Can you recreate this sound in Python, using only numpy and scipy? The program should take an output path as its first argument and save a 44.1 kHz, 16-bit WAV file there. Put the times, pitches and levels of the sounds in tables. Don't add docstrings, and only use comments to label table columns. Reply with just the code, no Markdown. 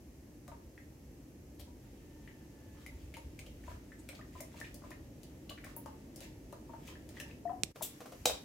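import sys
import numpy as np
from scipy import signal
from scipy.fft import rfft, irfft, next_fast_len
from scipy.io import wavfile

SR = 44100
rng = np.random.default_rng(int(sys.argv[2]) if len(sys.argv) > 2 else 0)


def persist_wave(psi):
    counts = np.round(np.clip(psi, -1, 1) * 32767).astype(np.int16)
    wavfile.write(sys.argv[1], SR, np.atleast_2d(counts).T)


N = 372204
TIME = np.arange(N) / SR
HUSH_START_S, HUSH_END_S = 7.714, 7.759

# start_s [s], level_db [dB]
STRIKES = [(8.2554, -20), (8.2572, -16), (8.2577, -17.5), (8.2725, -35), (8.279, -34), (8.302, -37)]


def from_db(db):
    return 10 ** (np.asarray(db) / 20)


def rms_one(x):
    return x / np.sqrt(np.mean(x ** 2) + 1e-20)


def at_hz(points, hz):
    curve_hz, value = np.transpose(points)
    return np.interp(np.log(np.maximum(hz, 1)), np.log(curve_hz), value)


def colour(x, spectrum):
    count = x.shape[-1]
    size = next_fast_len(count)
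    gain = from_db(at_hz(spectrum, np.fft.rfftfreq(size, 1 / SR)))
    return rms_one(irfft(rfft(x, size) * gain, size)[..., :count])


def wide_noise(spectrum):
    # pitch_hz [Hz], left-right correlation [-1 to 1]
    likeness = [(60, 1), (150, 0.97), (300, 0.93), (600, 0.58), (1200, 0.091), (14000, 0.028)]
    size = next_fast_len(N)
    mid, side = rfft(rng.standard_normal((2, size)))
    alike = np.clip(at_hz(likeness, np.fft.rfftfreq(size, 1 / SR)), -1, 1)
    ears = np.sqrt(1 + alike) * mid + np.sqrt(1 - alike) * side * [[1], [-1]]
    return colour(irfft(ears, size), spectrum)[:, :N]


def grains(per_s, spread_db):
    at = np.flatnonzero(rng.random(N) < per_s / SR)
    signs = rng.choice([-1, 1], size=N // 4)
    sizes = signs * from_db(spread_db * np.minimum(rng.exponential(1, size=N // 4), 4))
    out = np.zeros(N)
    out[at] = np.resize(sizes, len(at))
    return out


def add(track, s, sound):
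    start = round(s * SR)
    track[start:start + len(sound)] += sound[:N - start]


def fade(t60):
    return from_db(-60 * TIME[:SR // 4] / t60)


def gate(start_s, end_s, fade_s):
    return np.clip(np.minimum(TIME - start_s, end_s - TIME) / fade_s, 0, 1)


def resonate(x, hz, width_hz):
    r = np.exp(-np.pi * width_hz / SR)
    out = signal.lfilter([1, 0, -1], [1, -2 * r * np.cos(2 * np.pi * hz / SR), r * r], x)
    return out / np.abs(out).max()


def bubble(hz, t60, rise):
    decay = fade(t60)
    slide_hz = hz * (1 + rise * (1 - decay))
    return decay * np.sin(2 * np.pi * np.cumsum(slide_hz) / SR)


def kitchen(x, wet_db, pan_db=0, first_s=0.0025):
    # pitch_hz [Hz], t60_s [s]
    room_decay = [(200, 0.26), (700, 0.32), (4000, 0.33), (8000, 0.25), (15000, 0.19)]
    t = TIME[:SR // 2]
    hz = np.fft.rfftfreq(len(t), 1 / SR)
    mid, side = rfft(rng.standard_normal((2, len(t))))
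    walls = mid + 1.13 * side * [[1], [-1]]
    edges = np.geomspace(100, SR / 2, 9)
    tail = 0
    for low, high in zip(edges, edges[1:]):
        band = irfft(walls * (hz >= low) * (hz < high), len(t))
        tail = tail + band * from_db(-60 * t / at_hz(room_decay, np.sqrt(low * high)))
    tail = tail * np.clip(t / first_s - 1, 0, 1)
    tail = tail / np.sqrt(np.sum(tail ** 2) / 2)
    direct = x * from_db([[pan_db / 2], [-pan_db / 2]])
    return direct + from_db(wet_db) * signal.oaconvolve(x[None], tail, axes=1)[:, :N]


def background(lumps_db=1.0, held_db=-58.5, bump_fade_s=0.067, straining_hiss_db=-68, stirring_hiss_db=-62):
    # pitch_hz [Hz], level_db [dB]
    rumble_colour = [(25, -12), (70, -6), (140, -0.5), (170, -5.5), (305, -0.5), (401, -10.5), (555, -13),
                     (700, -19.5), (928, -23.5), (1010, -43.5), (1500, -36.5), (1950, -36), (3300, -120)]
    # time_s [s], level_db [dB]
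    rumble_course = [(0, -56), (4.4, -54), (7.6, -51.5), (7.8, -56.5), (8.44, -55)]
    # pitch_hz [Hz], level_db [dB]
    hiss_colour = [(590, -23), (1000, -1), (1490, -6.5), (1730, -2.5), (2740, -5), (3600, -10.5),
                   (6190, -5), (9250, -11), (12300, -7.5), (15500, -14)]
    # pitch_hz [Hz], level_db [dB]
    handling_colour = [(25, -21), (45, 13), (70, 15.5), (110, 6), (220, -37)]
    # start_s [s], length_s [s], level_db [dB]
    bumps = [(1.514, 0.29, -53.5), (2.848, 0.3, -51), (3.184, 0.66, -50.5), (4.034, 0.4, -55.5),
             (4.793, 0.35, -54), (8.117, .28, -55)]
    rumble = from_db(np.interp(TIME, *np.transpose(rumble_course)))
    straining = TIME < HUSH_START_S
    hiss = from_db(np.where(straining, straining_hiss_db, stirring_hiss_db))
    handling = from_db(held_db) * straining
    for s, length, db in bumps:
        handling = np.maximum(handling, from_db(db) * gate(s, s + length, bump_fade_s))
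    lumps = np.interp(TIME, np.linspace(0, TIME[-1], num=90), rng.standard_normal(size=90))
    handling = handling * from_db(lumps_db * lumps)
    low_end = rumble * wide_noise(rumble_colour)
    return low_end + hiss * wide_noise(hiss_colour) + handling * wide_noise(handling_colour)


def whine(waver=0.00795):
    # start_s [s], end_s [s], level_db [dB], pitch_hz [Hz]
    spells = [(1.95, 2.56, -75, 892), (2.446, 2.92, -73.5, 872)]
    wander = np.interp(TIME, np.linspace(0, TIME[-1], num=330), rng.standard_normal(size=330))
    turns = 2 * np.pi * np.cumsum(1 + waver * wander) / SR
    out = np.zeros(N)
    for start, end, db, hz in spells:
        tones = np.sin(hz * turns) + np.sin(2 * hz * turns)
        out += from_db(db) * gate(start, end, fade_s=0.15) * tones
    return out


def dry_click(s=7.6348, level_db=-12.5, pan_db=-15, rattle_db=-23, rattle_t60=0.05):
    # pitch_hz [Hz], level_db [dB], t60_s [s]
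    modes = [(172, -22.5, 0.027), (400, -22.5, 0.017), (2460, -10, 0.0044), (3870, -7, 0.0026),
             (5660, -5.5, 0.0027), (8000, -5, 0.0026)]
    out = np.zeros(N)
    snap = 0
    for k, (hz, db, t60) in enumerate(modes):
        snap = snap + (-1) ** k * from_db(db) * bubble(hz, t60, rise=0)
    rattle = resonate(rng.standard_normal(len(snap)) * fade(rattle_t60), hz=6500, width_hz=8600)
    add(out, s, from_db(level_db) * (snap + from_db(rattle_db) * rattle))
    return kitchen(out, wet_db=-17.5, pan_db=pan_db)


def laps(t60=0.12):
    # start_s [s], level_db [dB]
    waves = [(7.759, -50), (7.818, -46), (8.005, -47), (8.057, -48), (8.12, -48), (8.297, -38)]
    # pitch_hz [Hz], level_db [dB]
    lap_colour = [(200, -39), (450, 5.5), (640, 8.5), (820, -5.5), (1100, -2.5), (1800, -12), (8000, -19.5),
                  (15000, -24)]
    surge = np.zeros(N)
    for s, db in waves:
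        add(surge, s, from_db(db) * fade(t60))
    clusters = colour(grains(per_s=4700, spread_db=3.5), lap_colour)
    return kitchen(surge * clusters, wet_db=-4.0, pan_db=2.0)


def gulps(swell_s=0.0018, slop_db=-15, slop_hz=620, slop_t60=0.082):
    # start_s [s], level_db [dB], starting pitch_hz [Hz], ring t60_s [s]
    pockets = [(7.453, -31.5, 694, 0.24), (7.498, -38.5, 727, 0.27), (7.517, -38, 770, 0.11),
               (7.8096, -27, 890, 0.012), (7.816, -41, 635, 0.061)]
    out = np.zeros(N)
    for s, db, hz, t60 in pockets:
        tone = bubble(hz, t60, rise=0.011)
        splash = rng.standard_normal(len(tone)) * fade(slop_t60)
        slop = resonate(resonate(splash, slop_hz, 400), slop_hz, 400)
        swell = 1 - np.exp(-TIME[:len(tone)] / swell_s)
        add(out, s, from_db(db) * (tone + from_db(slop_db) * slop) * swell)
    return kitchen(out, wet_db=-8.0, pan_db=10.0)


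def graze(start_s=7.823, level_db=-37, attack_s=0.00045, hold_s=0.011, t60=0.14):
    # pitch_hz [Hz], level_db [dB]
    graze_colour = [(400, -1.5), (1400, -27), (2400, -11), (3500, -2), (4200, -7), (4900, -11),
                    (5700, -6.5), (7800, 1), (9700, -3), (12000, 2.5), (15500, -3)]
    slips = colour(grains(per_s=13000, spread_db=2.5), graze_colour)
    age = TIME - start_s
    decay = from_db(level_db - 60 * np.maximum(age - hold_s, 0) / t60)
    contact = np.clip(age / attack_s, 0, 1) * decay
    return kitchen(slips * contact, wet_db=-3.0, pan_db=6.0)


def pitcher_body(level_db=-30.0, body_hz=497, t60=0.25):
    out = np.zeros(N)
    note = fade(t60) * np.sin(2 * np.pi * body_hz * TIME[:SR // 4])
    add(out, STRIKES[0][0], from_db(level_db) * note)
    return kitchen(out, wet_db=-16, pan_db=-6.0)


def clink(ring_db=-7, crack_db=-4.0, crack_t60=0.013, rattle_db=-19.0, rattle_t60=0.19, detune=0.0087):
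    # starting pitch_hz [Hz], level_db [dB], t60_s [s]
    glass = [(553, -22, 0.18), (593, -20, 0.093), (668, -16, 0.2), (798, -16, 0.17), (3289, -23, 0.12),
             (3660, -13, 0.12), (3800, -5, 0.018), (3850, -14, 0.032), (5040, -13, 0.04),
             (5130, -17, 0.022), (7730, -21, .06), (8231, -22, .06)]
    # pitch_hz [Hz], level_db [dB]
    crack_colour = [(80, -25), (260, -11), (600, 8), (790, 2.5), (900, -15), (1500, -11), (2200, -5),
                    (3750, 3.5), (4300, 1), (5200, 1.5), (6400, -2.5), (8300, 2.5), (9500, -12),
                    (11000, -5), (15500, -7.5)]
    out = np.zeros(N)
    for s, db in STRIKES:
        force = from_db(crack_db) * fade(crack_t60) + from_db(rattle_db) * fade(rattle_t60)
        ring = 0
        for hz, level, t60 in glass:
            gain = from_db(level + rng.normal(0, 1.3))
            ring = ring + gain * bubble(hz, t60, rise=rng.normal(0, detune))
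        crack = force * colour(rng.standard_normal(len(force)), crack_colour)
        add(out, s, from_db(db) * (from_db(ring_db) * ring + crack))
    return kitchen(out, wet_db=-4, pan_db=1.5, first_s=0.0013)


def pressure(work_start_s=1.78, work_end_s=7.4, work_db=-80.5, swell_s=0.031, release_s=0.021):
    # hardest pressure peak_s [s], level_db [dB]
    push_peaks = [(2.82, -70.5), (3.03, -79), (3.7, -66.5), (4.17, -73), (4.38, -67), (4.58, -63.5),
                  (4.66, -69.5), (4.86, -75), (5.7, -68.5), (6.23, -63.5), (6.88, -61), (7.17, -66.5),
                  (7.29, -70.5)]
    pushes = np.zeros(N)
    for s, db in push_peaks:
        pushes += from_db(db) * np.exp(-np.maximum((s - TIME) / swell_s, (TIME - s) / release_s))
    return (from_db(work_db) + pushes) * gate(work_start_s, work_end_s, fade_s=0.033)


def rubbing(fizz_db=-4, scratch_db=-6):
    # pitch_hz [Hz], level_db [dB]
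    rub_colour = [(600, -7), (1100, -29), (1900, -0.5), (3000, -5.5), (5000, -9.5), (9000, -18),
                  (15000, -14)]
    crackle = colour(grains(per_s=410, spread_db=1.0), rub_colour)
    bursts = 0
    for hz in np.geomspace(900, 3200, num=12):
        bursts = bursts + resonate(grains(per_s=16, spread_db=4.0) + 1e-18, hz, hz / 14)
    fizz = rms_one(bursts)
    scratch = rms_one(resonate(grains(per_s=340, spread_db=4.5) + 1e-18, hz=6660, width_hz=2200))
    texture = crackle + from_db(fizz_db) * fizz + from_db(scratch_db) * scratch
    return kitchen(pressure() * texture, wet_db=4.0)


def scrapes(width_hz=1500, edge_db=-14):
    # start_s [s], length_s [s], level_db [dB], brightest pitch_hz [Hz]
    strokes = [(1.585, .045, -61, 3380), (1.587, 0.035, -62, 12000), (3.98, 0.037, -64, 7900),
               (4.142, 0.023, -60.5, 3800)]
    out = np.zeros(N)
    for s, length, db, hz in strokes:
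        slips = rng.standard_normal(round(length * SR)) ** 3
        rasp = rms_one(resonate(slips, hz, width_hz)) + from_db(edge_db) * rms_one(slips)
        add(out, s, from_db(db) * rasp * np.hanning(len(rasp)))
    return kitchen(out, wet_db=-0.5, pan_db=9)


def ticks(width_hz=9000, snap_t60=0.024, swell_s=0.00027, drag_db=-25, drag_t60=0.079,
          knock_db=-3, knock_db_per_hz=-.0013, knock_hz=570, knock_t60=0.048):
    # start_s [s], level_db [dB], middle of the noise band centre_hz [Hz]
    catches = [(0.479, -50, 8450), (1.596, -48, 6030), (2.863, -46, 8550), (3.140, -47, 7350),
               (3.168, -44.5, 6000), (3.391, -43.5, 7340), (3.464, -51, 5200), (4.089, -40.5, 6140),
               (4.405, -38.5, 10000), (4.601, -40, 7000), (4.743, -42.5, 8640), (4.905, -47.5, 6860),
               (5.232, -46, 6850), (5.497, -41.5, 7400), (5.644, -44, 8600), (5.764, -31.5, 15800),
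               (5.859, -49.5, 7000), (6.160, -42, 9400), (6.205, -43.5, 5500), (6.525, -49, 7050),
               (6.873, -48.5, 7700), (7.09, -46.5, 6340), (7.1995, -40.5, 8400)]
    out = np.zeros(N)
    for s, db, hz in catches:
        swell = 1 - np.exp(-TIME[:SR // 4] / swell_s)
        force = (fade(snap_t60) + from_db(drag_db) * fade(drag_t60)) * swell
        low, high = np.clip([hz - width_hz / 2, hz + width_hz / 2], 1650, .45 * SR)
        low_cut = signal.butter(4, low, "high", fs=SR, output="sos")
        high_cut = signal.butter(1, high, fs=SR, output="sos")
        snags = rng.standard_normal(len(force))
        snap = signal.sosfilt(np.vstack([low_cut, high_cut]), snags * force)
        knock = resonate(resonate(snags * fade(knock_t60), knock_hz, 190), knock_hz, 190)
        knock_gain = from_db(knock_db + knock_db_per_hz * hz)
        add(out, s, from_db(db) * (snap / np.abs(snap).max() + knock_gain * knock))
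    return kitchen(out, wet_db=3.0, pan_db=10.0)


def smacks(pop_db=-1, pop_t60=0.024, tear_t60=0.054, tear_width_hz=950):
    # start_s [s], level_db [dB], starting cavity pitch_hz [Hz],
    # crackle_db [dB relative to level_db]
    pockets = [(.479, -54.5, 1600, 2.5), (0.778, -46.5, 1880, -5.5), (2.276, -45, 1950, -4.5),
               (2.863, -43.5, 2090, 0), (3.140, -45, 2270, 1.5), (3.390, -48, 2250, 3.5),
               (3.464, -51, 2920, 2), (3.637, -54, 1790, 0), (3.919, -48.5, 1760, -3),
               (4.089, -44.5, 2320, 0), (4.212, -47, 1870, -9), (4.404, -46, 2110, -7),
               (4.614, -34.5, 1840, -15), (4.644, -42.5, 2450, -5), (4.916, -46, 1890, -1),
               (5.4953, -39.5, 2970, -5), (5.494, -43.5, 4130, -6), (5.576, -48.5, 1840, 3),
               (5.64, -45, 1780, 1.5), (6.878, -47, 2530, 1), (6.955, -47.5, 1760, -14),
               (7.170, -41.5, 1920, -1), (7.2003, -39.5, 2720, -1), (7.200, -41, 1810, -9),
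               (7.211, -43, 1770, -15), (7.297, -53, 1770, -5), (7.311, -50, 2620, -7)]
    out = np.zeros(N)
    for s, db, hz, crackle_db in pockets:
        pop = bubble(hz, t60=pop_t60, rise=-0.027)
        tearing = rng.standard_normal(len(pop)) ** 3 * fade(tear_t60)
        crackle = resonate(resonate(tearing, hz, tear_width_hz), hz, hz / 2)
        add(out, s, from_db(db) * (from_db(pop_db) * pop + from_db(crackle_db) * crackle))
    return kitchen(out, wet_db=-1, pan_db=4.5)


def drips(rise=0.027, swell_s=0.005, splash_db=-11, splash_t60=0.066, hollow_db=-9, hollow_hz=610):
    # start_s [s], level_db [dB], starting bubble pitch_hz [Hz], ring t60_s [s]
    drops = [(.479, -48.5, 1190, 0.068), (.480, -47, 700, 0.09), (.516, -41.5, 911, 0.069),
             (1.673, -59.5, 944, 0.14), (3.166, -42.5, 896, 0.062), (3.679, -36.5, 958, 0.035),
             (3.712, -42.5, 1390, 0.024), (4.127, -45.5, 654, 0.056), (4.191, -43.5, 1230, 0.025),
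             (4.352, -44, 1004, 0.068), (4.403, -42, 636, 0.092), (4.542, -46.5, 926, 0.046),
             (4.819, -46, 1130, 0.02), (4.838, -41.5, 1015, 0.031), (4.906, -39.5, 970, 0.028),
             (5.506, -42.5, 1123, 0.058), (5.666, -41.5, 1080, 0.03), (5.765, -43.5, 906, 0.072),
             (5.859, -34.5, 887, 0.039), (5.878, -44, 852, 0.092), (6.526, -35, 960, 0.032),
             (6.693, -43.5, 920, 0.075), (6.734, -38.5, 896, 0.065), (7.475, -47, 1825, 0.047),
             (7.494, -35.5, 987, 0.041)]
    out = np.zeros(N)
    for s, db, hz, t60 in drops:
        tone = bubble(hz, t60, rise)
        spatter = rng.standard_normal(len(tone)) * fade(splash_t60)
        splash = resonate(resonate(spatter, hz, 460), hz, 460)
        hollow = resonate(resonate(spatter, hollow_hz, 220), hollow_hz, 220)
        swell = 1 - np.exp(-TIME[:len(tone)] / swell_s)
        drop = tone * swell + from_db(splash_db) * splash + from_db(hollow_db) * hollow
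        add(out, s, from_db(db) * drop)
    return kitchen(out, wet_db=-0.5, pan_db=7)


def scene(hush_db=-22, hush_fade_s=0.017):
    straining = drips() + smacks() + ticks() + scrapes() + rubbing()
    stirring = laps() + graze() + clink() + pitcher_body()
    hush = from_db(hush_db * gate(HUSH_START_S, HUSH_END_S, hush_fade_s))
    return (straining + gulps() + dry_click() + stirring + background() + whine()) * hush


def record(dry):
    thinned = signal.sosfilt(signal.butter(4, 36, "high", fs=SR, output="sos"), dry)
    top_cut = signal.ellip(10, .2, 80, 15800, fs=SR, output="sos")
    return signal.sosfilt(top_cut, thinned)


dry = scene()
out = record(dry)
persist_wave(out)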